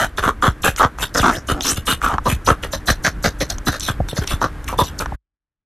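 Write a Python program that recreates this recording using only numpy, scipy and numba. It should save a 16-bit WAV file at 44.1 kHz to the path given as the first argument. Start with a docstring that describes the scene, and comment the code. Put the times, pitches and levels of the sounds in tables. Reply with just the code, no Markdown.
"""Close, wet licking

Wet licking and smacking mouth sounds, very close by, several a second, in a quiet room with no echo.
In each lick a film of saliva tears with a bright crackle, the tongue peels off in tiny pops that make
the opening mouth ring, and it lets go with a soft, low thump. Now and then the tongue drags, bubbles
snap and air pockets plop, all over a faint rumble and hum."""
import sys
import numpy as np
from scipy import signal
from scipy.fft import rfft, irfft
from scipy.io import wavfile
from scipy.ndimage import uniform_filter1d
from numba import njit

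SR = 44100
rng = np.random.default_rng(int(sys.argv[2]) if len(sys.argv) > 2 else 0)


def log_audio(samples):
    """Write samples as a 16-bit WAV file to the path given in sys.argv[1]."""
    # one column per channel
    frames = np.atleast_2d(samples).T
    # limit to full scale, then quantise
    limited = np.clip(frames, -1, 1)
    pcm = np.round(limited * 32767).astype(np.int16)
    wavfile.write(sys.argv[1], SR, pcm)


N = 249297

# The licks. Each row: start in seconds, contact time in seconds, smack level in dB, mouth pitch in Hz,
# throat level in dB compared with the mouth, film level in dB, film pitch in Hz, thump level in dB.
# Levels in all tables are relative: they say which sounds are louder than others.
LICKS = [(.003,0.04,-17.5,1490,-6.5,-25.5,3030,-25.5), (0.182,.009,-19.5,1465,-9,-28,3680,-24),
         (.234,.026,-19,1320,-10.5,-31,2680,-19.5), (.28,0.011,-15.5,1215,-6.5,-32.5,2290,-26.5),
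         (.431,0.048,-16.5,1180,-7,-27.5,3320,-9.5), (.645,0.039,-17,1510,-5.5,-18,2590,-17.5),
         (.803,0.045,-14,1200,-6.5,-34.5,2270,-16.5), (1.004,.015,-36.5,1120,-1,-30.5,2590,-36.5),
         (1.031,.006,-22,1460,-6.5,-20,3480,-34), (1.149,0.05,-21,1445,-3,-34,5100,-16),
         (1.236,0.064,-15.5,1334,-5,-31.5,2310,-35), (1.316,0.06,-32,1620,-2,-47.5,5130,-25.5),
         (1.494,0.024,-23,1350,-3,-24,2920,-16), (1.542,0.068,-41,1160,8.5,-54,2770,-39.5),
         (1.65,0.073,-29.5,1340,-2.5,-25.5,2960,-25), (1.773,0.0048,-35,1300,-2,-27.5,2900,-21),
         (1.881,0.045,-21.5,1370,-2,-17.5,2860,-24), (2.036,0.041,-18.5,1244,-12.5,-28,2380,-30),
         (2.098,0.026,-24.5,1090,-14,-40,2250,-23), (2.134,0.0062,-21,1104,-2.5,-44,2280,-20),
         (2.263,.015,-19.5,1010,-3,-32.5,4050,-16), (2.298,0.026,-33.5,1300,1,-21,2550,-13.5),
         (2.479,0.032,-14,1184,-4,-27,2820,-12), (2.636,.016,-29.5,1550,-4,-33,2800,-29.5),
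         (2.737,0.0088,-27.5,1660,0,-26.5,4140,-29.5), (2.884,0.023,-15,1640,-8,-19.5,4030,-15.5),
         (3.051,.022,-14,1720,-11,-26.5,4330,-19.5), (3.248,0.0206,-17,1630,-4,-23.5,4630,-18),
         (3.413,.01,-21,1930,-2.5,-26.5,4340,-20), (3.503,0.01,-31,1600,-2,-28.5,4230,-34.5),
         (3.677,0.0078,-16.5,1410,-4.5,-22,3980,-15), (3.722,0.038,-29,1600,-9,-33,4100,-38),
         (3.886,0.012,-22,1340,-8.5,-28,3300,-18), (4.171,0.014,-28,1660,-4.5,-29.5,4430,-13.5),
         (4.222,0.017,-31.5,1700,0,-37,3130,-40), (4.312,0.023,-28,1200,-3.5,-29,3500,-16.5),
         (4.418,0.033,-19.5,1180,-4.5,-35,4220,-24), (4.69,0.013,-31,1130,-20,-29,2360,-40.5),
         (4.73,0.0035,-25.5,870,-5,-43,3200,-42), (4.79,0.026,-18.5,930,-3,-23,3640,-15.5),
         (5.008,.012,-27,1345,-1,-33,2570,-29.5)]
# The tongue dragging, tearing a film with no smack. Each row: start in seconds,
# contact time in seconds, level in dB, pitch in Hz, slide in octaves per 50 ms.
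TONGUE_DRAGS = [(0.783, 0.0095, -23, 2390, 1.8), (1.172, 0.048, -23, 3930, -1.04),
                (1.328, 0.029, -29.5, 2340, 1.8), (1.624, 0.037, -27.5, 4360, 0.5),
                (1.664, 0.048, -23, 5200.0, 1.2), (2.467, 0.0028, -24.5, 4220, 1.8),
                (3.823, 0.066, -27.5, 3860, -0.2), (4.089, 0.025, -31.5, 3650, -0.33),
                (4.277, 0.041, -26.5, 2900.0, -0.1), (4.843, 0.041, -34.5, 4020, -0.45),
                (4.991, 0.013, -27, 3940, -2)]
# Single bubbles bursting. Each row: start in seconds, level in dB, pitch in Hz.
BUBBLE_SNAPS = [(0.181, -25, 1260), (0.4241, -16, 1380), (0.7622, -29, 2960), (0.986, -29.5, 1350),
                (1.1482, -31.5, 4260), (1.6079, -20.5, 3120), (2.0164, -22.5, 1460), (2.1821, -17, 1140),
                (2.6355, -21, 2350), (3.5026, -23, 4500), (3.583, -35, 2580), (3.7973, -32, 6890),
                (3.806, -27.5, 3970), (4.086, -31, 1700), (4.275, -26, 3560), (4.417, -45, 1200),
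                (4.6426, -42, 3970), (4.789, -22.5, 1010), (4.987, -61, 5890), (5.059, -25, 1270)]
# Small air pockets. Each row: start in seconds, level in dB, starting pitch in Hz,
# slide in octaves per second, thump level in dB.
AIR_PLOPS = [(4.002, -22, 750, -73, -14), (4.129, -29.5, 676, -150, -25), (4.678, -23.5, 3160, -110, -37),
             (5.121, -30.5, 800, -39, -25.5)]
# The tone of the mouth from close by. Each row: frequency in Hz, boost or cut in dB.
MOUTH_TONE = [(220, 7), (420, 2.5), (620, 6.5), (800, 5.5), (1200, 5), (1750, -0.5), (2300, -5.5),
              (3600, 0), (4700, -3), (6000, 11), (9000, 1), (13000, 0.5)]
# The tone of the room's noise. Each row: frequency in Hz, level in dB.
ROOM_TONE = [(15, -20), (45, 0), (280, -12), (750, -21), (1600, -17), (2400, -29), (5000, -40),
             (13000, -44)]
# How loud the room is over time. Each row: time in seconds, level in dB.
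ROOM_LOUDNESS = [(0, -36.5), (5.153, -31.5), (5.171, -94)]


def tongue_smacks():
    """The tongue peels off in pops that ring the throat and two rising notes of the opening mouth."""
    out = np.zeros((2, N))
    for start, contact, db, hz, throat_db, *_ in LICKS:
        t, _, sudden_swell, progress = stroke(start, contact, fall_s=.03)
        pitch = hz * 2 ** (.054 * progress)
        peel = reflections(pops(t, rate=300, spread_db=4, hiss=.28), depth=.5, ring_s=.002)
        mouth = resonance(peel, pitch, q=2.2) + undb(-14) * resonance(peel, pitch * 2.6, q=4.5)
        mouth += .6 * tiny_bubbles(pitch, rate=220, scatter_octaves=.22, ring_cycles=4)
        throat = resonance(reflections(peel, depth=1.0, ring_s=.0033), hz=382, q=.53)
        smack = even_out(mouth, span_s=.022) + undb(throat_db) * even_out(throat, span_s=.02)
        add(out, stereo(smack * sudden_swell * undb(db), width=.028), start + t[0])
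    return out


def saliva_films():
    """A film tears in a crackle of pops and bubbles that rings a narrow pocket."""
    out = np.zeros((2, N))
    lead_s = .005  # the film tears just before the smack
    lick_films = [(start - lead_s, contact + lead_s, db, hz, 0)
                  for start, contact, _, _, _, db, hz, _ in LICKS]
    for start, contact, db, hz, slide in lick_films + TONGUE_DRAGS:
        t, swell, sudden_swell, progress = stroke(start, contact, fall_s=.038)
        pitch = hz * 2 ** (slide * progress)
        tear = reflections(pops(t, rate=430, spread_db=5, hiss=.42), depth=1.2, ring_s=.004)
        crackle = resonance(tear, pitch, q=1.1) + .78 * resonance(tear, pitch, q=8.4)
        crackle += .7 * tiny_bubbles(pitch, rate=380, scatter_octaves=.36, ring_cycles=10)
        crackle = even_out(crackle, span_s=.021) * sudden_swell
        # A soft, high hiss swells and fades around each crackle.
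        hiss = undb(-6) * even_out(resonance(tear, hz=10050, q=.46), span_s=.059) * swell
        film = stereo(crackle, width=.17 * hz / 4000) + stereo(hiss, width=.25)
        add(out, film * undb(db), start + t[0])
    return out


def thumps():
    """The tongue letting go, or a plop, nudges the air: a low note that sinks as it dies away."""
    out = np.zeros((2, N))
    t = np.arange(SR // 6) / SR
    envelope = (1 - np.exp(-t / .0014)) * np.exp(-t / .014)
    envelope /= envelope.max()
    after_licks = [(start + contact + .002, db) for start, contact, *_, db in LICKS]
    with_plops = [(start, db) for start, *_, db in AIR_PLOPS]
    for start, db in after_licks + with_plops:
        hz = 107.4 * 2 ** (.12 * rng.standard_normal())
        pitch = hz * (.5 + 1.53 * np.exp(-t / .0061))
        add(out, np.sin(2 * np.pi * np.cumsum(pitch) / SR) * envelope * undb(db), start)
    return out * undb(4.5)


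def bubble_snaps():
    """A bubble bursts in an instant and rings briefly; louder ones ring longer."""
    out = np.zeros((2, N))
    t = np.arange(SR // 30) / SR
    for start, db, hz in BUBBLE_SNAPS:
        q = 1.15 * 2 ** ((db + 26) / 6)  # doubles with every 6 dB
        burst = .83 * rng.standard_normal(len(t)) * np.exp(-t / .0024)
        burst[0] = 1
        add(out, stereo(resonance(burst, hz, q) * undb(db), width=.063), start)
    return out * undb(-6.5)


def air_plops():
    """A pocket of air opens or closes under the tongue, and its note slides down."""
    out = np.zeros((2, N))
    t = np.arange(SR // 40) / SR
    decay_s = .0056
    envelope = t / decay_s * np.exp(2 - 2 * t / decay_s) * (1 - t / t[-1])
    for start, db, hz, slide, _ in AIR_PLOPS:
        ring = resonance(pops(t, rate=500, spread_db=2, hiss=.5), hz * 2 ** (slide * t), q=2.7)
        add(out, undb(db) * even_out(ring, span_s=.005) * envelope, start)
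    return out


def room():
    """Faint noise, an uneven rumble and a thin hum grow slowly, then stop after the last lick."""
    t = np.arange(N) / SR
    times, levels_db = np.transpose(ROOM_LOUDNESS)
    noise = undb(-3.5) * unit(shape_tone(rng.standard_normal((1, N)), ROOM_TONE))
    wander = resonance(rng.standard_normal(N), hz=5.1, q=.5)
    rumble = resonance(rng.standard_normal(N), hz=42, q=.8) * undb(4.5 * wander + 2)
    hum = undb(-11.5) * np.sin(2 * np.pi * 301 * t)
    return (noise + rumble + hum) * undb(np.interp(t, times, levels_db))


def stroke(start, contact, fall_s):
    """One tongue movement swells, holds and fades; a snapping bubble sets it off faster."""
    near_snap = any(abs(start - snap_time) < .008 for snap_time, *_ in BUBBLE_SNAPS)
    rise_s = .0076 if near_snap else .015
    t = np.arange(int(-1.4 * rise_s * SR), int((contact + 2 * fall_s) * SR)) / SR
    swell = undb(-13 * np.maximum(-t, 0) / rise_s - 20 * np.maximum(t - contact, 0) / fall_s)
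    sudden_swell = swell * (t > -.45 * rise_s)  # breaks loose all at once
    progress = np.clip((t - contact / 2) / .05, -.7, .7)  # from mid-contact, in units of 50 ms
    return t, swell, sudden_swell, progress


def pops(t, rate, spread_db, hiss):
    """Wet surfaces part in uneven pops, roughly `rate` a second, over a fine hiss."""
    gap, direction, strength = rng.standard_normal((1200, 3)).T
    starts = (np.cumsum(np.exp(.55 * gap)) * SR / rate).astype(int)
    size = np.sign(direction) * undb(spread_db * np.clip(strength, -2, 2))
    inside = starts < len(t)
    clicks = np.zeros(len(t))
    clicks[starts[inside]] = size[inside]
    clicks[0] += 1
    return unit(clicks) + hiss * rng.standard_normal(SR)[:len(t)]


def tiny_bubbles(hz, rate, scatter_octaves, ring_cycles):
    """Each tiny bubble rings with its own rising pitch near hz; a few stand out."""
    gap, detune, strength = rng.standard_normal((400, 3)).T
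    starts = (np.cumsum(np.exp(gap / 2)) * SR / rate).astype(int)
    inside = starts < len(hz)
    age = np.arange(300)  # in samples
    pitch = hz[starts[inside]] * 2 ** (scatter_octaves * np.clip(detune[inside], -2, 2))
    cycles = pitch[:, None] * age / SR
    ring = np.sin(2 * np.pi * cycles * (1 + age / 4000)) * np.exp(-cycles / ring_cycles)
    size = np.exp(np.clip(strength[inside, None], -2, 2) / 2)
    positions = starts[inside, None] + age
    mixed = np.bincount(positions.ravel(), (size * ring).ravel(), len(hz))  # adds up the bubbles
    return unit(mixed[:len(hz)] + 1e-9)


def even_out(x, span_s):
    """The tongue pulls evenly, so the strength of the pops evens out."""
    return x / np.sqrt(uniform_filter1d(x ** 2, int(span_s * SR) + 1) + .011)


def reflections(x, depth, ring_s):
    """Sound bounces between tongue and lips, differently for each stroke."""
    t = np.arange(256) / SR
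    echoes = depth * unit(rng.standard_normal(len(t)) * np.exp(-t / ring_s)) / np.sqrt(len(t))
    echoes[0] = 1
    return signal.fftconvolve(x, echoes)[:len(x)] / np.sqrt(1 + depth ** 2)


def stereo(x, width):
    """The sound scatters differently to the left and to the right."""
    return x + width * np.array([[1], [-1]]) * reflections(x, depth=10.65, ring_s=.002)


def resonance(x, hz, q):
    """Ring like a hollow space near hz; a higher q gives a clearer, longer note."""
    centre = hz * np.ones(len(x))
    return unit(band_pass(band_pass(x, centre, float(q)), centre, float(q)))


@njit
def band_pass(x, hz, q):
    """Let through the sound near a pitch that may move with every sample."""
    out, band_state, low_state = np.empty(len(x)), 0., 0.
    for i in range(len(x)):
        tuning = np.tan(np.pi * min(hz[i], .44 * SR) / SR)
        band = (band_state + tuning * (x[i] - low_state)) / (1 + tuning * (tuning + 1 / q))
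        band_state = 2 * band - band_state
        low_state += 2 * tuning * band
        out[i] = band / q
    return out


def shape_tone(x, points):
    """Boost and cut frequencies along a curve of (Hz, dB) points."""
    hz, db = np.transpose(points)
    grid_hz = np.fft.rfftfreq(4096, 1 / SR)
    gain = undb(np.interp(np.log(grid_hz + 1), np.log(hz), db))
    # Build the filter so that it rings only after a sound, never before.
    cepstrum = irfft(np.log(gain))
    half = len(cepstrum) // 2
    cepstrum[1:half] *= 2
    cepstrum[half + 1:] = 0
    response = irfft(np.exp(rfft(cepstrum)))
    return signal.fftconvolve(x, response[None], axes=1)[:, :N]


def add(track, sound, start_s):
    """Mix a sound into the track at the given time."""
    start = int(start_s * SR)
    first, end = max(start, 0), min(start + sound.shape[-1], N)
    track[:, first:end] += sound[..., first - start:end - start]


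def undb(db):
    """Turn decibels into a number to multiply by."""
    return 10 ** (np.asarray(db) / 20)


def unit(x):
    """Scale to an average strength (rms) of 1."""
    return x / np.sqrt(np.mean(x ** 2))


def scene():
    """Wet mouth sounds and low thumps over the quiet room."""
    mouth = tongue_smacks() + saliva_films() + bubble_snaps() + air_plops()
    return shape_tone(mouth, MOUTH_TONE) + thumps() + room()


def record(dry):
    """Round off the loudest peaks and cut the highest treble."""
    ceiling, top_hz = 1.1, 13200
    low_pass = signal.ellip(8, .2, 70, top_hz, fs=SR, output="sos")
    return signal.sosfilt(low_pass, ceiling * np.tanh(dry / ceiling))


dry = scene()
out = record(dry)
log_audio(out)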